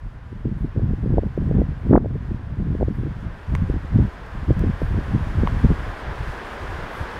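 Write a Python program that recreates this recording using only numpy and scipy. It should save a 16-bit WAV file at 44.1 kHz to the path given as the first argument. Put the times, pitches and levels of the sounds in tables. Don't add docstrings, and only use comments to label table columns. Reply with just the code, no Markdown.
import sys
import numpy as np
from scipy import signal
from scipy.fft import rfft, irfft, next_fast_len
from scipy.io import wavfile
from scipy.ndimage import uniform_filter1d, minimum_filter1d, map_coordinates

SR = 44100
rng = np.random.default_rng(int(sys.argv[2]) if len(sys.argv) > 2 else 0)


def pcm_store(signal):
    levels = np.round(np.clip(np.atleast_2d(signal), -1, 1) * 32767)
    wavfile.write(sys.argv[1], SR, levels.astype(np.int16).T)


N = 317079
TIME = np.arange(N) / SR
CUTOFF_HZ = 15680

# start t/s, hold/s, level/dB
GUSTS = [(0.038, 0.021, -27), (0.324, 0.089, -33), (0.452, 2.73, -31), (0.453, 0.076, -24),
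         (0.607, 0.039, -23), (0.769, 0.17, -21), (1.02, .24, -22), (1.133, 0.048, -16.5),
         (1.38, .1, -21.5), (1.491, .14, -17.5), (1.69, 0.024, -23), (1.85, 0.23, -19.5),
         (1.908, 0.077, -18), (2.11, 0.051, -21), (2.229, .12, -27.5), (2.489, 0.019, -26.5),
         (2.58, 0.17, -23.5), (2.8, 0.081, -18.5), (2.95, 0.12, -28), (3.23, .08, -27.5),
         (3.497, 0.15, -17.5), (3.691, 0.068, -16.5), (3.831, 0.25, -26), (3.95, 0.051, -13),
         (4.34, .09, -26), (4.488, .02, -13), (4.52, 1.15, -28), (4.567, .13, -20), (4.82, .17, -19.5),
         (5.059, .25, -26), (5.139, 0.0099, -16.5), (5.371, 0.083, -16.5), (5.529, 0.074, -22),
         (5.643, .01, -13), (5.706, 0.0095, -13), (5.789, .14, -27), (6.033, 0.084, -28),
         (6.206, 0.0098, -22), (6.28, .01, -24.5), (6.617, 0.21, -30), (7.008, 0.019, -29.5)]


def gust_level_db(attack_s=.011, release_s=.022, draught_db=-38.5):
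    power = from_db(draught_db) ** 2
    for start_s, hold_s, db in GUSTS:
        before_s = np.maximum(start_s - TIME, 0)
        after_s = np.maximum(TIME - start_s - hold_s, 0)
        fade = np.minimum(before_s / attack_s + after_s / release_s, 20)
        power = power + (from_db(db) * np.exp(-fade)) ** 2
    return 10 * np.log10(power)


# t/s, speed factor
FACING = [(0, .93), (1.3, 1.102), (3.1, 1.084), (3.7, .85), (4.9, .9), (6.1, .7), (7.19, .78)]


def wind_speed(gust_db, usual_gust_db=-22, slope_db_per_db=.2):
    return in_time(FACING) * from_db(slope_db_per_db * (gust_db - usual_gust_db))


# f/Hz, relative level/dB
EDDY_SPECTRUM = [(12, -22.5), (30, -0.5), (55, -1), (100, -1), (160, -5.5), (250, -16), (400, -32.5),
                 (700, -40.5), (4000, -130)]


def buffeting(gust_db, mean_speed, swirl_speed_db=1.5, swirl_level_db=2.5, window_s=.053):
    swirl = drift(25.03)
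    speed = np.clip(mean_speed * from_db(swirl_speed_db * swirl), .3, 2.5)
    field = noise(EDDY_SPECTRUM, lengths=2)
    pressure = map_coordinates(field, [np.cumsum(speed)], order=3, mode="wrap")
    span = int(window_s * SR)
    power = uniform_filter1d(uniform_filter1d(pressure ** 2, span), span)
    return from_db(gust_db + swirl_level_db * swirl) * pressure / np.sqrt(power + 1e-6)


# t/s, peak level/dB, centre f/Hz
HARD_EDDIES = [(0.329, -24, 245), (0.455, -19.5, 327), (0.764, -17.5, 310), (0.796, -20.5, 347),
               (1.061, -15, 267), (1.141, -12, 261.8), (1.183, -3.5, 450), (1.235, -14.5, 340),
               (1.378, -11, 317), (1.513, -9, 330.4), (1.585, -14, 300), (1.618, -8, 355.5),
               (1.911, -3, 295.6), (1.932, -1.5, 426), (1.936, -11.5, 943), (1.943, -2.5, 328.6),
               (1.9553, 4, 560), (1.962, -10.5, 1050), (1.9767, 4.5, 365), (1.98, -8, 819.3),
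               (2.047, -14.5, 440), (2.06, -10.5, 400.1), (2.752, -15, 281.3), (2.811, -13, 450),
               (2.829, -8, 404), (2.884, -13, 290), (3.035, -19.5, 263.6), (3.7, -13, 271.1),
               (3.99, -11, 270.3), (4.507, -7.5, 310.6), (4.64, -8, 245.9), (4.819, -11, 367),
               (4.989, -14.5, 260), (5.148, -11, 190.1), (5.435, -9, 280.9), (5.648, -10, 279.5),
               (5.704, -11.5, 260.3)]


def eddy_thumps(lesser, cycles=.39, wake_db=-9.5, wake_s=.00615, wake_ratio=.63, wake_octaves=.52):
    out = np.zeros(N + SR)
    offset = np.arange(-2 ** 11, 2 ** 11)
    is_wake = np.array([False, True, True])[:, None]
    for start_s, db, hz in HARD_EDDIES + lesser:
        shift, pitch, phase = rng.uniform(-1.068, 1, (3, len(is_wake), 1))
        lag_s = is_wake * wake_s * (shift + np.sign(shift) / 2)
        swing_hz = hz * np.where(is_wake, wake_ratio * 2 ** (wake_octaves * pitch), 1)
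        turns = (offset / SR - lag_s) * swing_hz
        swings = np.exp(-(turns / cycles) ** 2) * np.cos(2 * np.pi * turns + np.pi * phase)
        swings /= np.abs(swings).max(axis=1, keepdims=True)
        out[round(start_s * SR) + offset] += np.sum(from_db(db + is_wake * wake_db) * swings, axis=0)
    return out[:N]


def lesser_eddies(gust_db, speed, rate_per_s=14, over_gust_db=.5, scatter_db=2.5, usual_hz=235):
    born = np.flatnonzero(rng.random(N) < rate_per_s / SR)
    peak_db = gust_db + over_gust_db + scatter_db * rng.uniform(-1, 1, N)
    return list(zip(TIME[born], peak_db[born], usual_hz * speed[born]))


# t/s, base level/dB
BREEZE = [(0, -56), (.8, -53), (1.8, -51), (2.6, -52.5), (3.5, -48), (4.5, -45), (5.5, -41), (6.1, -39.5),
          (7.19, -38)]
# f/Hz, relative level/dB
CONIFER_SPECTRUM = [(60, -11.5), (200, -3.5), (400, -0.5), (560, -2), (900, -2.5), (1280, -4.5),
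                    (1600, -2.5), (1850, -6), (2200, -11.5), (2800, -16), (3450, -18), (3900, -23),
                    (5000, -26), (9000, -49.5)]


def conifers(gain_db=4.5, sway_db=.15, sough_db=-11, sough_hz=1030, sough_width_hz=130):
    roar = noise(CONIFER_SPECTRUM)
    band = signal.iirpeak(sough_hz, sough_hz / sough_width_hz, fs=SR)
    sough = unit_rms(signal.lfilter(*band, noise(CONIFER_SPECTRUM)))
    level_db = in_time(BREEZE) + gain_db + sway_db * drift(5.3)
    return from_db(level_db) * (roar + from_db(sough_db) * sough)


# f/Hz, relative level/dB
GRASS_SPECTRUM = [(2500, -27), (5000, 1.5), (7000, 1), (7900, -1.5), (9200, -1), (12000, -7),
                  (15500, -13.5)]


def grass(gain_db=-21.5, touches_per_s=600, size_spread_db=3, ticks_db=-8, sway_db=1.1):
    touches = (rng.random(N) < touches_per_s / SR) * rng.choice([-1, 1], N)
    sizes = from_db(size_spread_db * np.minimum(rng.exponential(1, N), 5))
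    rustle = rng.standard_normal(N) + from_db(ticks_db) * unit_rms(touches * sizes)
    level_db = in_time(BREEZE) + gain_db + sway_db * drift(8)
    return from_db(level_db) * coloured(rustle, GRASS_SPECTRUM)


# t/s, drive level/dB, centre f/Hz
CLICKS = [(2.955, -47, 11000), (3.5517, -15, 2861), (3.559, -39, 9500), (4.2644, -43.5, 9000),
          (4.594, -29, 6510), (4.8184, -38, 9900), (5.4735, -20, 1060), (5.4809, -37, 11990)]
# f/Hz, relative level/dB, t60/s
CASING_MODES = [(560, -7, 0.0042), (1094, 11.5, 0.0067), (1690, -2, 0.0039), (2040, -2.5, 0.0079),
                (2800, -9.5, 0.0018), (3424, -25, 0.0034), (6300, -5, 0.0013), (8600, -10.5, .0015),
                (12200, -4, .0015)]


def casing_clicks(fall_db_per_octave=9.5, contact_ratio=3.1, rattle_db=-18.5, rattle_s=.0015):
    out, t = np.zeros(N), TIME[:2 ** 12]
    for start_s, drive_db, centre_hz in CLICKS:
        rattle = rng.standard_normal(len(t)) * np.exp(-t / rattle_s)
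        blow = (t == 0) + from_db(rattle_db) * rattle
        body = np.zeros(len(t))
        for hz, db, t60_s in CASING_MODES:
            octaves_off = abs(np.log2(hz / centre_hz))
            body += from_db(db - fall_db_per_octave * octaves_off) * ring(blow, hz, t60_s)
        contact = signal.butter(2, min(contact_ratio * centre_hz, CUTOFF_HZ), fs=SR, output="sos")
        out[round(start_s * SR) + np.arange(len(t))] += from_db(drive_db) * signal.sosfilt(contact, body)
    return out


# middle t/s, half-width/s, level/dB
SWISHES = [(.6, .05, -75), (2.98, .06, -74), (4.84, .07, -68), (6.963, 0.062, -61)]
# f/Hz, relative level/dB
SWISH_SPECTRUM = [(5000, -17), (9500, 3), (12500, 0), (15500, -8)]


def tuft_swishes():
    swell = sum(from_db(db) * np.exp(-((TIME - mid_s) / half_s) ** 2) for mid_s, half_s, db in SWISHES)
    return swell * noise(SWISH_SPECTRUM)


def from_db(db):
    return 10 ** (np.asarray(db) / 20)


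def unit_rms(x):
    return x / np.sqrt(np.mean(x ** 2) + 1e-20)


def in_time(curve):
    return np.interp(TIME, *np.transpose(curve))


def coloured(x, spectrum):
    hz, db = np.transpose(spectrum)
    bins_hz = np.maximum(np.arange(len(x) // 2 + 1) * SR / len(x), 1)
    gain = from_db(np.interp(np.log(bins_hz), np.log(hz), db))
    return unit_rms(irfft(rfft(x) * gain, len(x)))


def noise(spectrum, lengths=1):
    return coloured(rng.standard_normal(next_fast_len(lengths * N)), spectrum)[:lengths * N]


def drift(corner_hz):
    r = np.exp(-2 * np.pi * corner_hz / SR)
    return unit_rms(signal.lfilter([1], [1, -2 * r, r * r], rng.standard_normal(N + SR))[SR:])


def ring(drive, hz, t60_s):
    r, w = from_db(-60 / (t60_s * SR)), 2 * np.pi * hz / SR
    return signal.lfilter([0, np.sin(w)], [1, -2 * r * np.cos(w), r * r], drive + 1e-18)


def scene():
    gust_db = gust_level_db()
    speed = wind_speed(gust_db)
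    heath = conifers() + grass() + tuft_swishes()
    close = casing_clicks() + buffeting(gust_db, speed) + eddy_thumps(lesser_eddies(gust_db, speed))
    return (heath + close)[None]


def limiter(x, threshold_db=-.5, ahead_s=.003, hold_s=.046, release_db_per_s=23):
    ahead, hold = int(ahead_s * SR), int(hold_s * SR)
    needed_db = np.minimum(threshold_db - 20 * np.log10(np.abs(x) + 1e-9), 0)
    held_db = minimum_filter1d(needed_db, hold, origin=(hold - 1) // 2)
    ramp_db = release_db_per_s * TIME
    gain_db = ramp_db + np.minimum.accumulate(held_db - ramp_db, axis=-1)
    return x * from_db(uniform_filter1d(minimum_filter1d(gain_db, ahead), ahead))


def record(dry):
    highpass = signal.butter(2, 20, "high", fs=SR, output="sos")
    lowpass = signal.ellip(12, .1, 90, CUTOFF_HZ, fs=SR, output="sos")
    return signal.sosfilt(lowpass, limiter(signal.sosfilt(highpass, dry)))


dry = scene()
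out = record(dry)
pcm_store(out)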